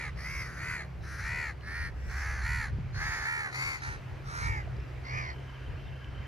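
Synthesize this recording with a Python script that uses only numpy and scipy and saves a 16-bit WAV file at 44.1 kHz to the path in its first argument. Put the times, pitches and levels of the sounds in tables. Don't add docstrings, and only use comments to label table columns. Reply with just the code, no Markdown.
import sys
import numpy as np
from scipy import signal
from scipy.fft import rfft, irfft, next_fast_len
from scipy.io import wavfile
from scipy.ndimage import uniform_filter1d, map_coordinates

SR = 44100
rng = np.random.default_rng(int(sys.argv[2]) if len(sys.argv) > 2 else 0)


def output_pcm(signal):
    pcm = np.clip(np.atleast_2d(signal).T, -1, 1) * 32767
    wavfile.write(sys.argv[1], SR, np.round(pcm).astype(np.int16))


N = 276507

# (start [s], length [s], start to pitch crest [s], crest pitch [Hz],
# pitch bend [share/s^2], mid-call level at the crest pitch [dB], growth over the call [dB],
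# treble over throat sound [dB], open-beak throat [Hz], open-beak upper throat [Hz], left lag [ms],
# left over right [dB], the same for the treble [dB], treble scatter [dB], bird [name])
CAW_CALLS = [ (-.19, 0.31, 0.14, 514, 8.3, -36.5, 4, -15, 2150, 4200, -0.045, -0.5, 0.5, -12, "near"),
             (0.151, 0.36, 0.2, 559.6, 8.7, -38.5, -1, -11.5, 2160, 4670, -0.06, -0.3, 3, -4, "shrill"),
             (0.38, 0.42, 0.23, 475.7, 3.07, -45, 10, -13, 1610, 4500, -0.048, 1, 2, -2.5, "faint"),
             (0.552, 0.32, .15, 515, 9.3, -38, 4.5, -15, 2090, 4300, -0.067, 0, 2, -9, "near"),
             (1.001, 0.35, 0.18, 488.6, 4.3, -45, 5.5, -10.5, 1610, 4060, .001, 2.5, 0, -6, "faint"),
             (1.171, .37, 0.19, 505, 5.85, -35.5, 5, -17, 2035, 4400, -.01, 2, 1, -7, "near"),
             (1.602, 0.31, 0.2, 484.6, 4.25, -39.5, 4, -13.5, 1844, 4250, 0.067, -1.5, 4.5, -13, "hoarse"),
             (1.922, 0.34, 0.11, 397.3, 1.11, -52, 25, -12, 1800, 5350, 0.096, 0.5, 2, 4, "faint"),
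             (2.077, 0.42, 0.21, 442.3, 4.67, -38, 0.5, -14.5, 1780, 4400, .001, -1, .6, -15, "deep"),
             (2.397, 0.32, 0.14, 498.6, 7.7, -33.5, 1, -14, 1900, 4380, .001, -1, -0.5, -36, "near"),
             (2.925, 0.39, 0.2, 467.3, 6.5, -34, -1.5, -15.5, 1810, 4580, 0.11, -2, 2.5, 4, "deep"),
             (3.204, 0.327, .13, 475, 6, -32.5, -1, -17.5, 1910, 4330, 0.18, -1.5, 0.5, -7, "near"),
             (3.506, 0.31, .17, 571.6, 7.5, -34, -8, -13.5, 2260, 4600, 0.19, 2.6, 0, 2.5, "bright"),
             (3.803, 0.2, 0.084, 480, 5.7, -41.5, -16.5, -12, 1690, 3990, 0.26, -2.5, 1, -4, "rough"),
             (4.238, 0.28, 0.16, 498, 6.8, -39.5, 8, -9.5, 1350, 3900, 0.31, -1.5, 1, -11, "rough"),
             (4.363, 0.28, 0.13, 477.7, 6, -36.5, -1, -21, 2100, 4830, 0.37, -2.5, 2, -3.5, "far"),
             (5.031, 0.327, 0.15, 633.5, 8.8, -37, 2, -14, 2210, 4700, 0.38, -1.5, 1.5, -8, "distant"), ]
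BIRD_VOICES = { "near": (76, 769, -10.5, -11.5, 3, 49, 0.67, 1.13, 2),
               "deep": (79, 772, -12.5, -10, 3, 31, 1, 1.23, 2),
               "shrill": (77, 620, -7, -29, 2.44, 26, 1.2, 1.2, 2),
               "bright": (78, 600, -7, -8, 2.5, 36, 1, 1, 1.56),
               "far": (77, 496, -8, -5, 3.5, 87, -1, 1.5, 1.5),
               "distant": (79, 607, -5.5, -2, 5.5, 24, 1.2, .65, 1),
               "hoarse": (87.5, 620, -13, -35, 3.05, 72, -1.3, 0.8, 1.5),
               "rough": (84, 800, -14, -5, 3.5, 31, -1, 1.1, 1.5),
               "faint": (89, 796, -41, -18, 2.1, 29, 19, 1.9, 2), }
BREATH_SHARE = {"near": .025, "deep": .035, "shrill": .05, "bright": .08, "far": .015, "distant": .04,
                "hoarse": .025, "rough": .14, "faint": .2}
UPPER_RING_DB = {"near": -3, "deep": -6.5, "shrill": -4.5, "bright": -1, "far": -3.5, "distant": 0.5,
                 "hoarse": -2, "rough": -8, "faint": -4}
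FLUTTER_SAG = {"near": .16, "deep": .38, "shrill": .24, "bright": .3, "far": .1, "distant": .24, "hoarse":
               .24, "rough": .25, "faint": .22}
TONE_SPACING = {"near": 1.665, "deep": 1.475, "shrill": 1.265, "bright": 1.57, "far": 1.45, "distant": 1.27,
                "hoarse": 1.31, "rough": 1.61, "faint": 1.466}
# (multiple of the upper throat tone [ratio], width [Hz], gain before dulling [dB])
THROAT_OVERTONES = [(0.998, 442, 4.5), (1, 920, -4), (1.9, 1340, -4.5), (2.5, 2640, 4)]
# (time [s], lower tone level [dB], octave level [dB])
LOW_TONE_LEVELS = [(0, -44, -47), (1.6, -41, -49), (2.3, -34, -67), (2.66, -37.5, -48), (2.73, -30, -45),
                   (2.79, -58, -36), (3.05, -112, -49), (4.2, -54, -42), (4.8, -42, -40.5),
                   (6.27, -44.5, -44.5)]
# (time [s], pitch [Hz], level [dB])
MOTOR_TONE = [(0, 155, -49), (.9, 168.3, -49), (2.2, 173.3, -70), (2.6, 171.9, -59), (6.27, 173, -73)]
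# (pitch [Hz], level [dB])
MOTOR_WHINE = (376, -66.5)
# (time [s], level [dB])
BREEZE_LEVELS = [(0, -49), (1.5, -49), (2.76, -39.5), (3, -38.5), (3.35, -53), (3.7, -48.5), (3.9, -46.5),
                 (4.75, -42.5), (5, -47.5), (6.27, -47)]
# (time [s], murmur level [dB], far wash level [dB], level of each rattle band [dB])
HARBOUR_LEVELS = [(0, -54.5, -55, -84), (1, -54.5, -58.5, -92), (2.8, -56, -56.5, -79),
                  (4.1, -52, -54, -74), (5.1, -53, -54, -76), (5.4, -53, -54.5, -64.5),
                  (6.27, -54.5, -54.5, -62.5)]
# (frequency [Hz], gain [dB])
BREEZE_SPECTRUM = [(24, -41), (35, -5), (48, 1.5), (71, -1.5), (102, 0.5), (138, -6), (226, -22),
                   (320, -59), (700, -120)]
MURMUR_SPECTRUM = [(150, -50), (220, 2), (400, 2), (800, -2), (1400, -34)]
WASH_SPECTRUM = [(500, -31), (900, 6.5), (1600, 6.5), (2400, 3.5), (3200, -5), (3700, -8), (5000, -10),
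                 (8000, -21.5), (11000, -80), (14000, -66)]
# (frequency [Hz], likeness [-1 to 1])
MURMUR_LIKENESS = [(230, 0.68), (890, 0.067)]
# (centre [Hz], width [Hz], relative level [dB])
RATTLE_BANDS = [(1620, 150, 0), (2720, 150, -2), (3060, 170, 0)]
# (time [s], starting level [dB], pitch [Hz])
DULL_KNOCKS = [(2.786, -24.5, 170), (4.675, -37, 660), (4.784, -37, 410)]
FAINT_TICKS = [(1.61, -46, 2950), (4.64, -47, 2820), (4.767, -52, 4870), (4.802, -54, 5300),
               (6.045, -40.5, 2970)]
# (start [s], length [s], from [Hz], to [Hz], level [dB])
FAR_CHIRPS = [(5.846, 0.079, 3800, 3110, -60)]

PORT_HZ, PORT_MS = 6000, 0.181
TOP_HZ = 13800
SHOULDER_S, FALL_STEEPER = 0.15, 1.25
ONSET_SHARE, RELEASE_S, EFFORT_DB = 0.15, 0.055, 29.5
FLUTTER_SLOWS_HZ_PER_S, CREAK_S = 11.42, 0.08
PUSH_LEAN = 0.9
RING_GATE, RING_NOISE = 2.2, 0.36
GAPE_STEPS = 5
AIR_SCATTER_DB = -6
BREEZE_LIFT_DB = 4.5


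def amp(db):
    return 10 ** (np.asarray(db) / 20)


def unit(x):
    return x / np.sqrt(np.mean(x ** 2) + 1e-20)


def along(points, hz):
    f, v = np.transpose(points)
    return np.interp(np.log(hz + 1), np.log(f + 1), v)


def curves(rows):
    s, *cols = np.transpose(rows)
    return [np.interp(np.arange(N) / SR, s, c) for c in cols]


def wobble(rate, count=N):
    knots = rng.standard_normal(int(count * rate / SR) + 4)
    return map_coordinates(knots, [np.arange(count) * rate / SR])


def filtered(x, response):
    n = x.shape[-1]
    m = next_fast_len(n + 8192)
    return irfft(rfft(x, m) * response(np.fft.rfftfreq(m, 1 / SR)), m)[..., :n]


def mode(f, hz, width_hz):
    return 1j * f * width_hz / (hz * hz - f * f + 1j * f * width_hz)


def highpass(f, hz, order):
    return 1 / (1 + (hz / (f + 1)) ** order)


def ports(f, lag_ms):
    def late(ms):
        return np.exp(-2j * np.pi * f * ms / 1000)

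    high = highpass(f, PORT_HZ, 12)
    left = (1 - high) * late(lag_ms) + high * late(PORT_MS)
    return np.array([left, np.ones_like(f)])


def scattered(voice, scatter_db):
    t = np.arange(SR // 5) / SR
    echoes = rng.standard_normal((2, len(t))) * amp(-60 * t / 0.1)
    echoes = echoes / np.linalg.norm(echoes[0])
    wet = signal.fftconvolve(voice, echoes, axes=1)[:, :voice.shape[1]]
    # (frequency [Hz], gain [dB])
    spectrum = [(2600, -18), (3600, scatter_db), (6500, scatter_db), (8000, AIR_SCATTER_DB)]
    return filtered(wet, lambda f: amp(along(spectrum, f)))


def caw(start, length, crest, crest_hz, bend, db, growth_db, treble_db, throat_hz, upper_hz, lag_ms,
        pan_db, treble_pan_db, scatter_db, flutter_hz, width_hz, low_db, chest_db, dulling_db,
        attack_ms, dip, lean, squareness, breathy, ring_db, sag, spacing):
    count = round(length * SR) + SR // 6
    age = np.arange(count) / SR

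    droop = bend * SHOULDER_S ** 2 * np.abs((age - crest) / SHOULDER_S) ** squareness
    droop = np.clip(droop * np.where(age > crest, FALL_STEEPER, 1), 0, 1 / 2)
    pitch = crest_hz * (1 - droop)
    rise = np.clip(age * 1000 / attack_ms, 0, 1)
    gate = (ONSET_SHARE + (1 - ONSET_SHARE) * rise) * np.clip((length - age) / RELEASE_S, 0, 1)
    level = gate * amp(db + growth_db * (age / length - 1 / 2) - EFFORT_DB * droop)

    gape = np.clip((pitch / pitch.max() - 0.8) / 0.2, 0, 1)
    breathy = np.clip(breathy + 0.14 * (1 - gape), 0, 1)

    creak = np.clip(1 - age / CREAK_S, 0, 1)
    unsteady = 1 - creak / 4 + (0.012 + 0.1 * breathy) * wobble(40, count)
    beat = np.cumsum((flutter_hz - FLUTTER_SLOWS_HZ_PER_S * age) * unsteady) / SR
    taut = np.sin(np.pi * (beat % 1) ** np.clip(lean, 1 / 4, 2))
    push = np.sin(np.pi * (beat % 1) ** (PUSH_LEAN * (1 - creak / 2))) ** 2
    flicker = amp((0.67 + 6.4 * breathy) * wobble(60.4, count))
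    chop = unit((abs(dip) * (1 - creak) + push) * flicker)

    fluttered = pitch * (1 - sag * (1 - taut) + 0.069 * breathy * wobble(198.5, count))
    cycle = 2 * np.pi * np.cumsum(fluttered) / SR
    pulses = unit(sum(np.cos(k * cycle + 0.6 * k * k) for k in range(2, 28)))
    breath = unit(rng.standard_normal(count) * (1 + 0.17 * np.cos(cycle)))
    source = chop * (np.sqrt(1 - breathy) * pulses + np.sqrt(breathy) * breath)

    def main(f):
        throat = mode(f, throat_hz, width_hz) ** 2
        low = amp(low_db) * mode(f, 0.59 * throat_hz, 157)
        chest = amp(chest_db) * mode(f, 736, 296) ** 2
        shelf = amp(-8.0) + 1 / (1 + (f / 2580) ** 20)
        return (throat - low + chest) * shelf * highpass(f, 650, 8)

    def tone(f, i):
        multiple, tone_width_hz, tone_db = THROAT_OVERTONES[i]
        hz = multiple * upper_hz * (spacing if i == 1 else 1)
        gain = (-1) ** i * amp(tone_db - dulling_db * f / 1000)
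        return gain * mode(f, hz, tone_width_hz) * highpass(f, 3300, 8)

    def upper(f):
        ring = amp(ring_db) * tone(f, 0) * mode(f, upper_hz, 700)
        return [ring, tone(f, 1), tone(f, 2) + tone(f, 3)]

    steps = np.linspace(0, 1, GAPE_STEPS)
    share = np.clip(1 - abs(gape - steps[:, None]) * (GAPE_STEPS - 1), 0, 1)
    bursts = unit(taut ** RING_GATE + 1.35 * breathy) * unit(pulses + (RING_NOISE + 3 * breathy) * breath)
    drives = np.array([bursts, source + 1.33 * breath, chop ** 0.73 * breath])
    tones = filtered(drives, lambda f: np.array([upper((1 + 0.069 * (1 - g)) * f) for g in steps]))
    rasp = unit((share * tones.sum(axis=1)).sum(axis=0))
    throat = filtered(source, lambda f: np.array([main((1 + 0.088 * (1 - g)) * f) for g in steps]))
    body = unit((share * throat).sum(axis=0))

    body_gain = amp(np.outer([1, -1], [pan_db / 2]))
    rasp_gain = amp(treble_db + np.outer([1, -1], [treble_pan_db / 2]))
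    voice = level * (body_gain * body + rasp_gain * rasp)
    return filtered(voice, lambda f: ports(f, lag_ms)) + scattered(voice, scatter_db)


def crows():
    out = np.zeros((2, N + 2 * SR))
    for *call, bird in CAW_CALLS:
        sound = caw(*call, *BIRD_VOICES[bird], BREATH_SHARE[bird], UPPER_RING_DB[bird],
                    FLUTTER_SAG[bird], TONE_SPACING[bird])
        start = round(call[0] * SR) + SR
        out[:, start:start + sound.shape[1]] += sound
    return out[:, SR:SR + N]


def engines():
    def tone(hz, db, sway_db, drift):
        level = amp(db + sway_db * wobble(19.0))
        return level * np.sin(2 * np.pi * np.cumsum(hz * (1 + drift * wobble(12))) / SR)

    lower_db, octave_db = curves(LOW_TONE_LEVELS)
    motor_hz, motor_db = curves(MOTOR_TONE)
    low_tones = tone(65.3, lower_db, 2, 0.04) + tone(130.5, octave_db, 2.5, 0.025)
    motor = tone(motor_hz, motor_db, 0.2, 0.0078) + tone(*MOTOR_WHINE, 2.1, 0.0054)
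    return low_tones + motor


def rush(spectrum, alike, patchy_db):
    z = signal.stft(rng.standard_normal((2, N)), nperseg=512)[2]
    field = rng.standard_normal(z.shape[1:])
    field = uniform_filter1d(uniform_filter1d(field, 6, 0), 14, 1)
    pair = signal.istft(z * amp(patchy_db * unit(field)), nperseg=512)[1][:, :N]

    def response(hz):
        turn = np.arccos(np.clip(along(alike, hz), -1, 1)) / 2
        return amp(along(spectrum, hz)) * [np.cos(turn), np.sin(turn)]

    mid, side = filtered(pair, response)
    return unit(np.array([mid + side, mid - side]))


def breeze():
    lumps = amp(1.5 * wobble(12))
    noise = rush(BREEZE_SPECTRUM, [(30, 0.75)], patchy_db=2.0)
    return amp(curves(BREEZE_LEVELS)[0] + BREEZE_LIFT_DB) * unit(lumps * noise)


def rattling():
    def blips():
        turns = np.cumsum(38 * amp(5 * wobble(20))) / SR
        return (0.6 + np.cos(np.pi * turns) ** 2) * amp(2.5 * wobble(5))

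    out = np.zeros(N)
    for hz, width_hz, db in RATTLE_BANDS:
        band = filtered(rng.standard_normal(N), lambda f: mode(f, hz, width_hz) ** 2)
        out += amp(db) * unit(blips() * band)
    return out


def harbour():
    murmur_db, wash_db, rattle_db = curves(HARBOUR_LEVELS)
    murmur_level = amp(murmur_db + 0.55 * wobble(5.4))
    murmur = murmur_level * rush(MURMUR_SPECTRUM, MURMUR_LIKENESS, patchy_db=1.5)
    swell = amp(0.8 * wobble(4))
    likeness = [(1000, 0.6), (6000, 0.7), (13000, 0.7)]  # (frequency [Hz], likeness [-1 to 1])
    wash = amp(wash_db) * swell * rush(WASH_SPECTRUM, likeness, patchy_db=1.2)
    return murmur + filtered(wash + amp(rattle_db) * rattling(), lambda f: ports(f, 0))


def taps(rows, t60):
    out, t = np.zeros(N), np.arange(SR // 10) / SR
    for s, db, hz in rows:
        ring = amp(db - 60 * t / t60) * np.sin(2 * np.pi * hz * t)
        out[round(s * SR):][:len(t)] += ring
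    return out


def chirps():
    out = np.zeros(N)
    for s, length, from_hz, to_hz, db in FAR_CHIRPS:
        u = np.arange(round(length * SR)) / (length * SR)
        level = amp(db + 4.5 * wobble(120, len(u))) * np.sin(np.pi * u)
        hz = from_hz + (to_hz - from_hz) * u + 260 * wobble(250, len(u))
        out[round(s * SR):][:len(u)] += level * np.sin(2 * np.pi * np.cumsum(hz) / SR)
    return out


def scene():
    water = amp([[-0.4], [0.4]]) * engines()
    nearby = taps(FAINT_TICKS, t60=0.014) + taps(DULL_KNOCKS, t60=0.039)
    return crows() + water + breeze() + harbour() + nearby + chirps()


def record(dry):
    return filtered(dry, lambda hz: hz < TOP_HZ)


dry = scene()
out = record(dry)
output_pcm(out)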